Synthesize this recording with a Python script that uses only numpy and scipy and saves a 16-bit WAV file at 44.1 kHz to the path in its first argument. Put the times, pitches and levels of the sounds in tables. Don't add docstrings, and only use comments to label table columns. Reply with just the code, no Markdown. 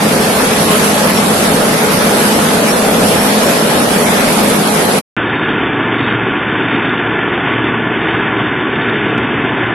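import sys
import numpy as np
from scipy import signal
from scipy.io import wavfile
from scipy.ndimage import uniform_filter1d

SR = 44100
rng = np.random.default_rng(int(sys.argv[2]) if len(sys.argv) > 2 else 0)


def persist_wave(psi):
    counts = np.round(np.clip(psi, -1, 1) * 32767).astype(np.int16)
    wavfile.write(sys.argv[1], SR, np.atleast_2d(counts).T)


def how_loud(loudness_db):
    steps = np.asarray(loudness_db, float) / 20
    return 10 ** steps


N = 429527
T = np.arange(N) / SR
HZ = np.fft.rfftfreq(1024, 1 / SR)
FRAME_S = np.arange(N // 256 + 5) * 256 / SR
STOP_S, START_S = 5.014, 5.1657


def evened(x):
    return x / np.sqrt(np.mean(x ** 2) + 1e-20)


def read(points, hz):
    f, value = np.transpose(points)
    return np.interp(np.log(hz + 1), np.log(f + 1), value)


def drift(t, top_hz):
    rates = np.geomspace(top_hz / 20, top_hz, num=16)
    return evened(sum(np.sin(2 * np.pi * (f * t + rng.random())) / f ** 0.26 for f in rates))


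def swells(feed, follows, lurch_db):
    s, level = np.transpose(feed)
    move = np.interp(FRAME_S, s, level - np.mean(level))
    centres_hz, shares = np.transpose(follows)
    moves = np.array([k * move + lurch_db * drift(FRAME_S, 21.94) for k in shares])
    blend = np.array([read(list(zip(centres_hz, row)), HZ) for row in np.eye(len(follows))])
    return blend.T @ moves


def patches(bins, frames):
    field = rng.standard_normal((len(FRAME_S), len(HZ))).T
    return evened(uniform_filter1d(uniform_filter1d(field, bins, 0), frames, 1))


def spectra(x, size=1024):
    z = signal.stft(np.pad(x, (0, 2 * size)), nperseg=size, noverlap=size * 3 // 4)[2]
    return z[:, :N * 4 // size + 5]


def sound(z, size=1024):
    return signal.istft(z, nperseg=size, noverlap=size * 3 // 4)[1][..., :N]


def grains(per_s, spread_db):
    hardness_db = spread_db * np.minimum(rng.exponential(1, N), 5)
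    power = how_loud(2 * hardness_db) * (rng.random(N) < per_s / SR)
    puff = how_loud(-120 * np.arange(1500) / SR / 0.039)
    envelope = np.sqrt(abs(signal.oaconvolve(power, puff)[:N]))
    return evened(envelope * rng.standard_normal(N))


def tone(t, hz, db, waver_db, waver_hz, slip_hz):
    level = how_loud(db + waver_db * drift(FRAME_S, waver_hz))
    turns = np.cumsum(hz + slip_hz * drift(FRAME_S, 1.5)) * FRAME_S[1] + rng.random()
    return np.sqrt(2) * np.interp(t, FRAME_S, level) * np.sin(2 * np.pi * np.interp(t, FRAME_S, turns))


# frequency in Hz, left minus right in dB.
PORT_MISMATCH = [(100, 0.04), (1500, 0.8), (4000, 0.56), (6000, 0.6), (7400, 0), (8400, -5.5), (9900, -19),
                 (12300, -14.5)]
# frequency in Hz, left-right likeness from 0 to 1.
PORT_LIKENESS = [(30, 0.76), (110, 0.92), (200, 1), (350, .75), (690, .6), (1200, .1), (3000, 0.082),
                 (12000, 0.011)]


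def ports(left, other, db):
    same = np.clip(read(PORT_LIKENESS, HZ), 0, 1)[:, None]
    right = same * left + np.sqrt(1 - same ** 2) * other
    colour_db = np.array([read(PORT_MISMATCH, HZ), 0 * HZ])[:, :, None]
    return sound(np.array([left, right]) * how_loud(colour_db + db))


# time in seconds, change in dB.
NEAR_FEED = [
    (0, -0.36),
    (.9, 0.6),
    (1.6, 0),
    (2.1, 0.5),
    (2.6, 0),
    (3.3, 0.3),
    (3.7, 0),
    (4.2, 0.1),
    (4.7, -0.2),
    (4.97, -0.5),
]
# frequency in Hz, share of the change.
NEAR_FOLLOWS = [(300, 0.27), (2200, .8), (9500, 1.2)]
# frequency in Hz, density in dB per Hz.
ROAR_SPECTRUM = [(15, -50), (25, -30), (59, -26.5), (96, -14.5), (128, -18.5), (154, -3), (209, -3.5),
                 (247, -7), (278, -5), (370, -9), (431, -4.5), (624, -6.5), (874, -11.5), (983, -14.5),
                 (1400, -21.5), (1820, -51), (3080, -120)]


def near_roar():
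    feed_db = swells(NEAR_FEED, NEAR_FOLLOWS, lurch_db=0.5)
    db = read(ROAR_SPECTRUM, HZ)[:, None] + feed_db + 1.2 * patches(4, 10)
    left, other = [spectra(v) for v in rng.standard_normal((2, N))]
    return how_loud(-13.5) * evened(ports(left, other, db))


# frequency in Hz, density in dB per Hz.
GRAIN_SPECTRUM = [(350, -23), (750, -9), (1250, -3), (2100, -7), (3200, -9.5), (4500, -12), (7000, -15.5),
                  (8500, -11.5), (10300, -7.5), (12300, -9)]


def near_grain():
    gusts_db = 0.8 * drift(FRAME_S, 13) * read([(1000, 0.23), (9000, 0.66)], HZ)[:, None]
    feed_db = swells(NEAR_FEED, NEAR_FOLLOWS, lurch_db=0.5)
    db = read(GRAIN_SPECTRUM, HZ)[:, None] + feed_db + 1.67 * patches(9, 9) + gusts_db
    return how_loud(-13.5) * evened(ports(spectra(grains(6000, 1.8)), spectra(grains(6000, 2.2)), db))


# frequency in Hz, level in dB.
MOTOR_HUM = [(98.2, -38), (161.5, -30.5), (205.9, -22.5), (236, -25.5), (254, -31.5)]
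# multiple of the blade rate, level in dB, left minus right in dB, right polarity.
BLADE_TONES = [(1, -30, 0, 1), (2, -29, -3, 1), (4, -34.5, -3, 1), (5, -41.5, 5, 1), (8, -38, 3, -1)]
# time in seconds, peak in dB.
BELT_SLIPS = [
    (.23, -37),
    (.53, -40),
    (.84, -40),
    (1.18, -31),
    (1.47, -38),
    (2.71, -31),
    (3.2, -32),
    (3.28, -37),
    (3.47, -35),
    (4.07, -40),
]


def near_tones():
    blade_hz, slip_half_s, rest_db = 213.3, 0.023, -48
    t = T[:N * 6 // 11]
    hum = sum(tone(t, hz, db, 0.3, 12, 0.9) for hz, db in MOTOR_HUM)
    blades = 0
    for multiple, db, pan_db, polarity in BLADE_TONES:
        sides = np.array([[how_loud(pan_db / 2)], [polarity * how_loud(-pan_db / 2)]])
        blades = blades + tone(t, multiple * blade_hz, db, 4.0, 16, 1.3) * sides
    belt = sum(tone(t, hz, db, 2.5, 70, 18) for hz, db in [(5385, -6), (5418, 0), (5450, -4)])
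    slips = sum(how_loud(db) * np.exp(-((FRAME_S - s) / slip_half_s) ** 2) for s, db in BELT_SLIPS)
    squeak = belt * np.interp(t, FRAME_S, how_loud(rest_db) + slips)
    both = hum + blades + squeak * how_loud(np.array([[3.0], [-4.0]]))
    return np.pad(both, ((0, 0), (0, N - len(t))))


# frequency in Hz, density in dB per Hz.
HANDLING_SPECTRUM = [(20, 0), (45, -2), (70, -9.5), (110, -49), (20000, -120)]


def handling():
    db = read(HANDLING_SPECTRUM, HZ)[:, None] + 4.7 * drift(FRAME_S, 7.4)
    noise = np.array([spectra(v) for v in rng.standard_normal((2, N))])
    return how_loud(-43.0) * evened(sound(noise * how_loud(db)))


# frequency in Hz, step in dB.
STEP_OVER_LEVEL = [(300, -10), (1200, 0), (3000, 4.5), (7000, 6.5), (8500, 2), (12000, 0)]


def starved(x):
    n, k = np.arange(2048), np.arange(592)
    band_hz = k[::16] * SR / 2048
    window = np.sin(np.pi * (n + 0.5) / 2048)[:, None]
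    basis = window * np.cos(np.pi / 1024 * np.outer(n + 512.5, k + 0.5))
    padded = np.pad(x, ((0, 0), (1324, 0)))
    frames = np.lib.stride_tricks.sliding_window_view(padded, 2048, axis=1)[:, ::1024][:, :225]
    lines = (frames.reshape(450, 2048) @ basis).reshape(2, 225, 592)
    mix = np.array([[1, 1], [1, -1]]) / np.sqrt(2)
    summed = np.repeat(rng.random((225, 37)) < read([(7000, 0.85), (8300, 0.001)], band_hz), 16, axis=1)
    lines = np.where(summed, np.tensordot(mix, lines, 1), lines)
    level = np.sqrt((lines.reshape(2, 225, 37, 16) ** 2).mean(3))
    usual = level.mean(1, keepdims=True)
    masked = np.maximum(usual * how_loud(read(STEP_OVER_LEVEL, band_hz)), usual[::-1] * how_loud(-9.0))
    reserve_db = 2.6 * evened(uniform_filter1d(rng.standard_normal(level.shape), 2, axis=1))
    step = np.repeat(masked * how_loud(reserve_db), 16, axis=2)
    lines = np.sign(lines) * np.floor(abs(lines) / step + 0.41) * step
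    lines = np.where(summed, np.tensordot(mix, lines, 1), lines)
    halves = (lines.reshape(450, 592) @ basis.T / 512).reshape(2, 225, 2, 1024)
    joined = (halves[:, 1:, 0] + halves[:, :-1, 1]).reshape(2, -1)[:, 300:]
    return np.pad(joined, ((0, 0), (0, N - joined.shape[1])))


# time in seconds, change in dB.
PLANT_FEED = [(5.17, -1.5), (5.5, .5), (5.85, -1), (6.06, 2), (6.35, -1), (6.75, 2.5), (7.0, 0), (7.4, 0),
              (7.6, 2), (7.85, -1), (8.15, .5), (8.5, -0.1), (9.1, 0.1), (9.74, -0.6)]
# frequency in Hz, share of the change.
PLANT_FOLLOWS = [(250, 0.17), (1200, 0.35), (3000, .9)]
# frequency in Hz, density in dB per Hz.
DIN_SPECTRUM = [(18, -71), (30, -48), (52, -19.5), (85, -16.5), (106, -6), (183, -4.5), (308, 1), (425, -2),
                (541, -14), (662, -10), (1160, -10.5), (1280, -11.5), (1450, -10), (1700, -9.5),
                (3650, -18.5), (4740, -51), (8030, -120)]
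GEAR_TONES_HZ = [70, 115.7, 138.6, 757.7, 899, 959.6, 1010.7, 1063.2, 1131.8, 1137.2, 1349.9, 1368.7,
                 1394.3, 1425.2, 1446.8, 1480.4, 1495, 1518.1, 1635.2, 1650, 1664.8, 1733.4, 1746.9, 1857.2,
                 2069.9, 2110.3, 2237, 2328.3, 2598.8, 2625.7, 3106.8, 3559.7, 3687.6, 3795.2]
GEAR_LEVELS_DB = [-45, -30.5, -38, -39.5, -35.5, -42, -35.5, -42, -40, -35.5, -41, -42, -32.5, -34.5, -37.5,
                  -35.5, -36, -33.5, -39.5, -39.5, -33.5, -38.5, -31.5, -40.5, -38, -41, -41, -39.5, -38.5,
                  -46, -48, -46.5, -50, -55]


def plant():
    sieve_hz, buckets_hz = 6.4, 15
    stroke = np.cos(2 * np.pi * sieve_hz * FRAME_S + 0.44 * drift(FRAME_S, 2.0))
    bucket = np.cos(2 * np.pi * buckets_hz * FRAME_S + 1.4 * drift(FRAME_S, 2.3))
    sieve_db = np.outer(read([(1200, 0.1), (2500, 0.37)], HZ), stroke)
    bucket_db = np.outer(read([(300, 0.2), (900, 1.7), (2200, 0.2)], HZ), bucket)
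    patch_db = 1.2 * patches(7, 8) * read([(300, 0.3), (1000, 0.76)], HZ)[:, None]
    feed_db = swells(PLANT_FEED, PLANT_FOLLOWS, lurch_db=0.45)
    db = read(DIN_SPECTRUM, np.minimum(HZ, 3600))[:, None] + feed_db + patch_db + sieve_db + bucket_db
    din = how_loud(-15.5) * evened(sound(spectra(grains(4000, 2.2)) * how_loud(db) * (HZ[:, None] < 4200)))
    t = T[N // 2:]
    gears = sum(tone(t, hz, db - 0.8, 2.8, 12, 0.454) for hz, db in zip(GEAR_TONES_HZ, GEAR_LEVELS_DB))
    return din + np.pad(gears, (N - len(t), 0))


# start in seconds, length in seconds, edge shift in Hz.
CHANNEL_SPELLS = [
    (5.15, .38, 61),
    (5.62, .12, -34),
    (5.97, 0.16, 105),
    (6.6, .33, 27),
    (7.17, .08, -57),
    (7.7, 0.24, -26),
    (8.0, 0.22, 46),
    (8.35, 0.11, 32),
    (8.52, .14, -30),
    (8.76, 0.2, 40),
]


def phone(x):
    phone_sr, edge_hz, ramp_s = 8000, 3702, 0.043
    z, hz = spectra(x, size=2048), np.fft.rfftfreq(2048, 1 / SR)[:, None]
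    t = np.arange(z.shape[1]) * 512 / SR
    spells_hz = sum(shift * np.clip(np.minimum(t - s, s + length - t) / ramp_s + 0.5, 0, 1)
                    for s, length, shift in CHANNEL_SPELLS)
    over = (hz - edge_hz - spells_hz) / 100
    edge_db = np.clip(-13 * (over + 0.95), -18, 0) - np.clip(110 * over, 0, 120)
    narrow = sound(z * how_loud(edge_db), size=2048)
    mirror = spectra(2 * narrow * np.cos(2 * np.pi * phone_sr * T), size=2048)
    leak_db = read([(4000, -19.0), (4300, -19.5), (4450, -31.5), (4650, -61.5), (5000, -92.5), (20000, -120)], hz)
    return narrow + sound(mirror * how_loud(leak_db) * (hz > phone_sr / 2), size=2048)


def scene():
    near = near_roar() + near_grain() + near_tones() + handling()
    return np.where(T < STOP_S + 0.05, near, plant())


def top_cut(x):
    return signal.sosfilt(signal.butter(12, 12470, fs=SR, output="sos"), x)


def record(dry):
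    limited = np.tanh(dry / 1.458) * 1.7
    lowpass = signal.firwin(1201, 12400, window=("kaiser", 9), fs=SR)[None]
    wide = signal.oaconvolve(starved(limited), lowpass, "same")
    fade_s = 4.988
    fade = np.interp(T, [fade_s, fade_s + 0.0045, STOP_S - 0.006, STOP_S], [0.97, 0.41, 0.12, 0])
    start = np.clip((T - START_S) / 0.00008, 0, 1) * np.clip((T[-1] - T) / 0.0002, 0, 1)
    far = phone(dry[0] * (T > STOP_S + 0.06)) * start
    click = how_loud(-26) * (np.arange(N) == round(START_S * SR))
    return top_cut(np.clip(wide * fade, -1, 1) + far + click)


dry = scene()
out = record(dry)
persist_wave(out)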